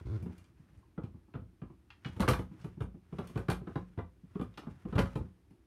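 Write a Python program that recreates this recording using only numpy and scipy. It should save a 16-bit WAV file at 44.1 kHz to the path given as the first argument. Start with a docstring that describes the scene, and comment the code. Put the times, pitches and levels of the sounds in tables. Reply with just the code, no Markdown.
"""Knocks on a hollow wooden surface as someone searches through things, close by in a small panelled room.
Each knock thumps the surface and sets the things on it chattering and rocking; the room rings on briefly.
A small hard thing taps the wood. Wood sticks and slips in one groan at the start.
Strokes of the hand rustle and nudge the surface; a faint rumble and hiss lie underneath."""
import sys
import numpy as np
from scipy import signal
from scipy.fft import rfft, irfft
from scipy.io import wavfile

SR = 44100
rng = np.random.default_rng(int(sys.argv[2]) if len(sys.argv) > 2 else 0)


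def persist_wave(psi):
    """Save psi, clipped to +-1, as 16-bit WAV."""
    counts = np.round(np.clip(psi, -1, 1) * 32767).astype(np.int16)
    wavfile.write(sys.argv[1], SR, np.atleast_2d(counts).T)


N = 249606
RING_S, BLOW_S = .42, .02
BLOW_GAIN = np.sqrt(BLOW_S * SR)  # energy 1 to rms 1 over BLOW_S
TIME = np.arange(N) / SR
AGE = np.arange(int(RING_S * SR)) / SR  # seconds since a contact


# Hollow knock, clack, tick and snap. Each row: low edge in Hz, nominal high edge in Hz,
# chatter decay in seconds, tail re direct sound in dB, room t60 in seconds, wood ring re echoes in dB.
KNOCK_BANDS = [(194.7, 450, 0.013, -6, 0.16, -6), (614, 1460, 0.0045, 0.5, 0.2, -0.5),
               (1770, 3720, 0.0025, 0.5, 0.2, -0.5), (4200, 17000, 0.0031, 2, 0.18, -36.5)]
# Tick and snap. Each row: octaves above the clack, offset in dB.
TREBLE_STEPS = [(1.452, -1), (3.2, 3)]
# Struck wood. Each row: frequency in Hz, relative level in dB, t60 in seconds.
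WOOD_MODES = [(243, -5, .25), (315, -3, .22), (365, -7, .2), (400, -8, .2), (457, -9, .3), (507, 1, .34),
              (552, 2, .3), (625, -7, .16), (694, -2, .2), (820, 1, .18), (862, 1, .2), (930, -4, .14),
              (1002, -1, .17), (1048, 3, .22), (1158, 1, .2), (1207, -4, .2), (1265, -2, .2),
              (1378, -3, .19), (1486, -9, .13), (1780, -7, .14), (2030, -6, .14), (2200, -4, .14),
              (2388, -1, .17), (2750, -4, .15), (2970, -6, .12), (3300, -8, .09), (4400, -8, .08)]
# Each row: start in seconds, contact softness in seconds, thump pitch in Hz, thump level in dB,
# clack level in dB, treble slope in dB per octave.
KNOCKS = [(.223, 0.0049, 113, -37, -70, -0.5), (.258, 0.0021, 184, -39, -60, -7),
          (.29, 0.01, 183, -45.5, -67, -9), (0.593, 0.012, 156, -57, -88, -2),
          (0.774, 0.0014, 80, -55, -90, 2), (0.977, 0.0035, 175, -37, -51.5, -13.5),
          (1.035, 0.00086, 113, -37.5, -60, -6.5), (1.142, 0.0023, 109, -48, -72.5, -22),
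          (1.277, 0.0065, 188, -66.5, -72.5, -22), (1.34, 0.0023, 153, -48, -57.5, -12),
          (1.352, 0.00094, 120, -39.5, -52.5, -11), (1.415, 0.0035, 104, -45.5, -95, -12),
          (1.617, 0.0023, 147, -41, -59.5, -10), (1.7, 0.0015, 152, -53.5, -65.5, -10),
          (2.055, 0.0024, 136, -37, -56, -12), (2.163, 0.0033, 100, -41, -58, -5),
          (2.197, 0.00067, 179, -27.5, -46, -5), (2.204, 0.00073, 138, -33, -38, -3.5),
          (2.22, 0.019, 93, -32, -36, -9), (2.278, 0.0016, 164.4, -28, -30, -7),
          (2.285, 0.0016, 125, -25, -31.5, -3), (2.307, .0037, 104.6, -28, -37, -6.5),
          (2.333, 0.002, 153, -63, -37.5, -5.5), (2.39, 0.0019, 101, -33.5, -47.5, -5.5),
          (2.511, 0.012, 182, -45.5, -71, -18), (2.641, 0.0061, 149, -38, -56, -4.5),
          (2.77, .0047, 168, -44, -71, -22), (2.805, 0.0027, 111, -31.5, -49, -7),
          (2.819, 0.0017, 101, -45.5, -56, -5), (2.942, 0.0047, 173, -47, -71, -9),
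          (3.124, 0.0049, 160, -39.5, -57.5, -8), (3.185, 0.0022, 169, -37, -44, -8),
          (3.295, 0.0016, 151, -51, -62.5, -3.5), (3.356, 0.0029, 137, -31.5, -48.5, -7),
          (3.375, 0.00099, 177, -40.5, -45.5, -6), (3.484, 0.002, 133, -28, -38.5, -7.5),
          (3.5, 0.00085, 141, -42, -37, -4), (3.516, 0.0012, 98, -33, -44.5, -5),
          (3.61, .0043, 137, -43.5, -62.5, -18), (3.67, 0.0041, 183, -40, -50.5, -11.5),
          (3.756, 0.0018, 146, -33, -41.5, -11), (3.975, 0.0025, 112, -35, -54.5, -9),
          (3.987, .002, 114, -38, -46, -11), (4.233, .003, 171, -49.5, -103, 2),
          (4.353, 0.0037, 186, -35.5, -54, -10), (4.395, 0.0022, 167, -37.5, -50.5, -9.5),
          (4.412, 0.0021, 193, -36.5, -48.5, -6.5), (4.575, 0.0027, 146, -54.5, -48.5, -6),
          (4.632, 0.0012, 190, -60.5, -59, -8), (4.668, 0.0026, 160, -40, -55, -14),
          (4.85, 0.0074, 189, -37, -56, -11), (4.923, 0.011, 174, -37, -47.5, -10),
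          (4.953, 0.011, 105, -25.5, -43, -7.5), (4.98, 0.0023, 147, -27.5, -34, -7.5),
          (4.99, 0.0011, 150, -24, -34, -6), (5.056, 0.0011, 89, -62, -49.5, -7),
          (5.154, 0.006, 140, -32, -46.5, -6), (5.205, 0.0013, 100, -35, -60, -15),
          (5.505, .0025, 172, -57, -75, -2.5)]


def knocks(brightening=.098, medium_clack_db=-50, highest_hz=13000):
    """Each blow thumps the surface and makes things chatter in four bands; harder blows are brighter."""
    out = np.zeros(N)
    for start_s, soft_s, hz, thump_db, clack_db, slope in KNOCKS:
        wood = ring(WOOD_MODES, scatter_db=3.5)
        hardness = undb(brightening * (clack_db - medium_clack_db))
        hollow_db = -8 + .46 * thump_db + .34 * clack_db + 3.5 * np.log2(hz / 139.5)
        treble_db = [clack_db + slope * octaves + offset_db for octaves, offset_db in TREBLE_STEPS]
        levels_db = [hollow_db, clack_db] + treble_db
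        blow = undb(thump_db) * thump(hz) + floor_boom(thump_db)
        for db, (lo_hz, hi_hz, decay_s, tail_db, t60_s, wood_db) in zip(levels_db, KNOCK_BANDS):
            contacts = chatter(decay_s, soft_s)
            top_hz = np.clip(hi_hz * hardness, 1.4 * lo_hz, highest_hz)
            direct = unit(band(contacts, lo_hz, top_hz, order=3))
            blow += undb(db) * resound(direct, wood, wood_db, tail_db, t60_s)
        add(out, start_s, blow)
    return out * BLOW_GAIN


def rocking(count=3, period_s=.036, hz=91.6, step_db=-9.5):
    """After each knock the load rocks to rest: low thumps, each weaker than the last."""
    out = np.zeros(N)
    for start_s, _, _, thump_db, *_ in KNOCKS:
        for k in range(1, count + 1):
            add(out, start_s + k * period_s, undb(thump_db + k * step_db) * thump(hz))
    return out * BLOW_GAIN


# Low room resonances. Each row: frequency in Hz, relative level in dB, t60 in seconds.
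ROOM_MODES = [(58, -3, .5), (86, -4, .3), (100, -4, .3), (128, -8, .25), (181, 2, .42), (203, -3, .3),
              (245, -4, .28)]


def thump(hz, swell_s=.0077, sag=.16, modes_db=-8, echoes_db=-10):
    """The surface heaves, slowing as the load settles, and wakes the low room resonances."""
    swell = (AGE / swell_s) ** 2 * np.exp(-2 * AGE / swell_s)
    pitch_hz = hz * (1 + sag * (2 * np.exp(-AGE / (2 * swell_s)) - 1))
    heave = unit(swell * np.sin(2 * np.pi * np.cumsum(pitch_hz) / SR))
    boom = ring(ROOM_MODES, scatter_db=1.5) * (1 - np.exp(-AGE / swell_s))
    echoes = unit(band(reflections(t60_s=.15, build_s=.0057), lo_hz=66, hi_hz=250))
    return unit(heave + undb(modes_db) * boom + undb(echoes_db) * echoes)


# Each row: frequency in Hz, relative level in dB, t60 in seconds.
FLOOR_MODES = [(57, 0, .36), (182, -3, .34)]


def floor_boom(thump_db, give_db=-5.5, heavy_db=-26, growth=.6, rise_s=.01):
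    """Heavy blows set the whole floor swinging; light ones barely move it."""
    swing = unit(ring(FLOOR_MODES, scatter_db=1.5) * (1 - np.exp(-AGE / rise_s)))
    return swing * undb(thump_db + give_db + growth * (thump_db - heavy_db))


def chatter(decay_s, soft_s, grain_db=7, click_db=-6):
    """A dying shower of tiny contacts; a soft touch swells in, a hard one starts with a click."""
    size, noise = rng.standard_normal((2, len(AGE)))
    envelope = (1 - np.exp(-AGE / soft_s)) ** 2 * np.exp(-AGE / decay_s)
    contacts = unit(noise * undb(grain_db * size) * envelope)
    contacts[0] += undb(click_db) * np.exp(-soft_s / .0043)
    return contacts


def resound(direct, ringing, ring_db, tail_db, t60_s):
    """A contact followed by room echoes and the ring of the struck thing."""
    echoes = unit(through(direct, reflections(t60_s, build_s=.0036)))
    body = undb(ring_db) * unit(through(direct, ringing))
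    return unit(direct + undb(tail_db) * unit(echoes + body))


def ring(modes, scatter_db, detune=.002):
    """Decaying modes; each place of contact weights them differently."""
    out = np.zeros(len(AGE))
    for hz, db, t60_s in modes:
        size, shift, side = rng.standard_normal(3)
        mode = unit(fade(t60_s) * np.sin(2 * np.pi * hz * (1 + detune * shift) * AGE))
        out += np.sign(side) * undb(db + scatter_db * size) * mode
    return unit(out)


def reflections(t60_s, build_s):
    """Dense echoes from near walls."""
    return unit(rng.standard_normal(len(AGE)) * (1 - np.exp(-AGE / build_s)) * fade(t60_s))


# The small hard thing. Each row: frequency in Hz, relative level in dB, t60 in seconds.
TAP_MODES = [(1040, -4, .16), (1174, -4, .16), (1400, -7, .12), (1658, -4, .12), (2089, -2, .13),
             (2412, -2, .11), (2790, 2, .15), (2930, 1, .15), (3180, -3, .12), (3450, -2, .09),
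             (4200, -11, .08), (4950, -12, .07)]
# Each row: start in seconds, level in dB, high edge in Hz.
TAPS = [(0.381, -65, 12900), (.442, -70.5, 7800), (0.829, -70, 1110), (1.037, -67.5, 4360),
        (1.339, -59.5, 3030), (1.618, -63.5, 2340), (1.904, -54.5, 3700), (2.048, -45.5, 3430),
        (2.06, -56.5, 5900), (2.614, -67, 7000), (3.273, -58.5, 14000), (4.54, -70, 4280),
        (4.575, -52, 5100), (4.99, -45.5, 5940)]


def taps(lo_hz=700):
    """A small hard thing clicks against the wood and rings briefly."""
    out = np.zeros(N)
    for start_s, db, hi_hz in TAPS:
        contacts = chatter(decay_s=.004, soft_s=.0004, click_db=-4)
        direct = unit(band(contacts, lo_hz, hi_hz, order=3))
        tap = resound(direct, ring(TAP_MODES, scatter_db=2), ring_db=0, tail_db=1, t60_s=.23)
        add(out, start_s, undb(db) * tap)
    return out * BLOW_GAIN


# Rubbing wood. 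Each row: centre in Hz, width in Hz, relative level in dB.
SCRAPE_BANDS = [(1090, 200, 12), (1350, 120, 8), (2080, 190, 3), (3340, 420, 1.5), (4040, 300, -5)]
# Each row: time in seconds, slips per second, level in dB.
GROAN_CURVE = [(0, 89, -33.5), (.045, 72, -61), (.06, 53.5, -35.5), (.095, 78, -38), (.12, 114, -36.5),
               (.165, 106, -34), (.185, 64, -43.5), (.22, 120, -44.5), (.26, 78, -89)]


def groan(jitter=.065, rasp_db=-13, scrape_db=-27):
    """Wood sticks and slips under load; each slip drives the hollow surface and scrapes briefly."""
    times_s, slips_per_s, levels_db = np.transpose(GROAN_CURVE)
    waver = np.interp(TIME, np.linspace(0, N / SR, N // 400), rng.standard_normal(N // 400))
    cycles = np.cumsum(np.interp(TIME, times_s, slips_per_s) * (1 + jitter * waver)) / SR
    slips = np.diff(np.floor(cycles), prepend=0)
    body = unit(band(slips, lo_hz=57, hi_hz=117))
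    rasp = unit(band(slips, lo_hz=284, hi_hz=380))
    grit = rng.standard_normal(N) * np.exp(-(cycles % 1))
    scrape = unit(sum(undb(db) * unit(band(grit, hz - width_hz / 2, hz + width_hz / 2, order=1))
                      for hz, width_hz, db in SCRAPE_BANDS))
    envelope = undb(np.interp(TIME, times_s, levels_db)) * (TIME < times_s[-1])
    return (body + undb(rasp_db) * rasp + undb(scrape_db) * scrape) * np.sqrt(N) * envelope


# Each row: start in seconds, length in seconds, rustle level in dB.
HAND_STROKES = [(0, 0.035, -72), (0.087, 0.28, -70), (0.356, 0.1, -77), (0.563, 0.23, -77),
                (2.077, .3, -65.5), (2.542, 0.11, -67.5), (3.144, .25, -65.5), (3.68, 0.12, -68),
                (4.348, 0.061, -67.5), (4.601, 0.51, -69.5), (4.94, 0.19, -66)]


def hand_motion(attack_s=.042, release_s=.1, holding_db=-88.5):
    """Brushing strength: strokes swell, hold and die away; a hand that only holds still rustles faintly."""
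    power = undb(holding_db) ** 2
    for start_s, length_s, db in HAND_STROKES:
        before_s = np.maximum(start_s - TIME, 0)
        after_s = np.maximum(TIME - start_s - length_s, 0)
        stroke = undb(db) * np.exp(-before_s / attack_s - after_s / release_s)
        power = power + stroke ** 2
    return np.sqrt(power)


# Each row: frequency in Hz, relative level in dB.
RUSTLE_SPECTRUM = [(500, 0), (1400, 2), (2600, -4.5), (4300, -14.5), (5300, -12), (9000, -17),
                   (15000, -24.5)]


def rustle(motion, grain_db=6, catch_db=3, catches_per_s=45):
    """Surfaces brush past each other: dense grains of uneven size, coming in small catches."""
    size, noise, knots = rng.standard_normal((3, N))
    catches = np.interp(TIME * catches_per_s, np.arange(N), knots)
    grains = noise * undb(grain_db * size + catch_db * catches)
    return colour(grains, RUSTLE_SPECTRUM) * motion


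def nudges(motion, per_s=20, over_rustle_db=14, scatter_db=2, hz=121, spread_octaves=.36):
    """The hand bumps the surface at uneven moments, harder while it moves."""
    out = np.zeros(N)
    draws = rng.uniform(-1, 1, (int(per_s * N / SR), 3))
    for k, (delay, size, pitch) in enumerate(draws):
        start_s = (k + (1 + delay) / 2) / per_s
        strength = np.interp(start_s, TIME, motion) * undb(over_rustle_db + scatter_db * size)
        add(out, start_s, strength * thump(hz * 2 ** (spread_octaves * pitch)))
    return out * BLOW_GAIN


# Each row: frequency in Hz, relative level in dB.
BACKGROUND_SPECTRUM = [(20, -52), (35, -13.5), (55, 5.5), (100, 1.5), (170, -15), (330, -6), (500, -24),
                       (1300, -28.5), (2400, -32), (4000, -36.5), (7000, -38.5), (13000, -39), (15500, -45)]


def background(level_db=-64.5):
    """Low rumble and microphone hiss."""
    return colour(rng.standard_normal(N), BACKGROUND_SPECTRUM) * undb(level_db)


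def undb(db):
    """Decibels to gain."""
    return 10 ** (np.asarray(db) / 20)


def unit(x):
    """Scale to energy 1."""
    return x / np.sqrt(np.sum(x ** 2))


def fade(t60_s):
    """Exponential decay, 60 dB down at t60_s."""
    return np.exp(-np.log(1000) * AGE / t60_s)


def band(x, lo_hz, hi_hz, order=2):
    """Causal band-pass."""
    return signal.sosfilt(signal.butter(order, [lo_hz, hi_hz], "band", fs=SR, output="sos"), x)


def colour(x, spectrum):
    """Filter a full track by (Hz, dB) points and scale to rms 1."""
    hz, db = np.transpose(spectrum)
    bins_hz = np.linspace(1, SR / 2, N // 2 + 1)
    gain = undb(np.interp(np.log(bins_hz), np.log(hz), db))
    return unit(irfft(rfft(x) * gain, N)) * np.sqrt(N)


def through(x, response):
    """Convolve and cut to RING_S."""
    return signal.fftconvolve(x, response)[:len(AGE)]


def add(track, start_s, x):
    """Mix a sound into the track."""
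    start = int(start_s * SR)
    track[start:start + len(x)] += x[:N - start]


def scene():
    """All sources at one microphone."""
    motion = hand_motion()
    return (knocks() + taps() + groan() + rustle(motion) + background() + nudges(motion) + rocking())[None]


def record(dry, port_hz=8400, port_share=.072, port_q=8, roll_hz=7500, bottom_hz=38, top_hz=15900):
    """The microphone port dips, then peaks in the treble; the deepest bass and the top are cut."""
    s = 1j * np.arange(N // 2 + 1) * SR / N / port_hz
    port = 1 + port_share * s ** 2 / (s ** 2 + s / port_q + 1)
    roll_off = 1 / (1 + s * port_hz / roll_hz)
    picked_up = irfft(rfft(dry) * port * roll_off, N)
    high_pass = signal.butter(3, bottom_hz, "high", fs=SR, output="sos")
    low_pass = signal.ellip(10, .2, 70, top_hz, fs=SR, output="sos")
    return signal.sosfilt(low_pass, signal.sosfilt(high_pass, picked_up))


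dry = scene()
out = record(dry)
persist_wave(out)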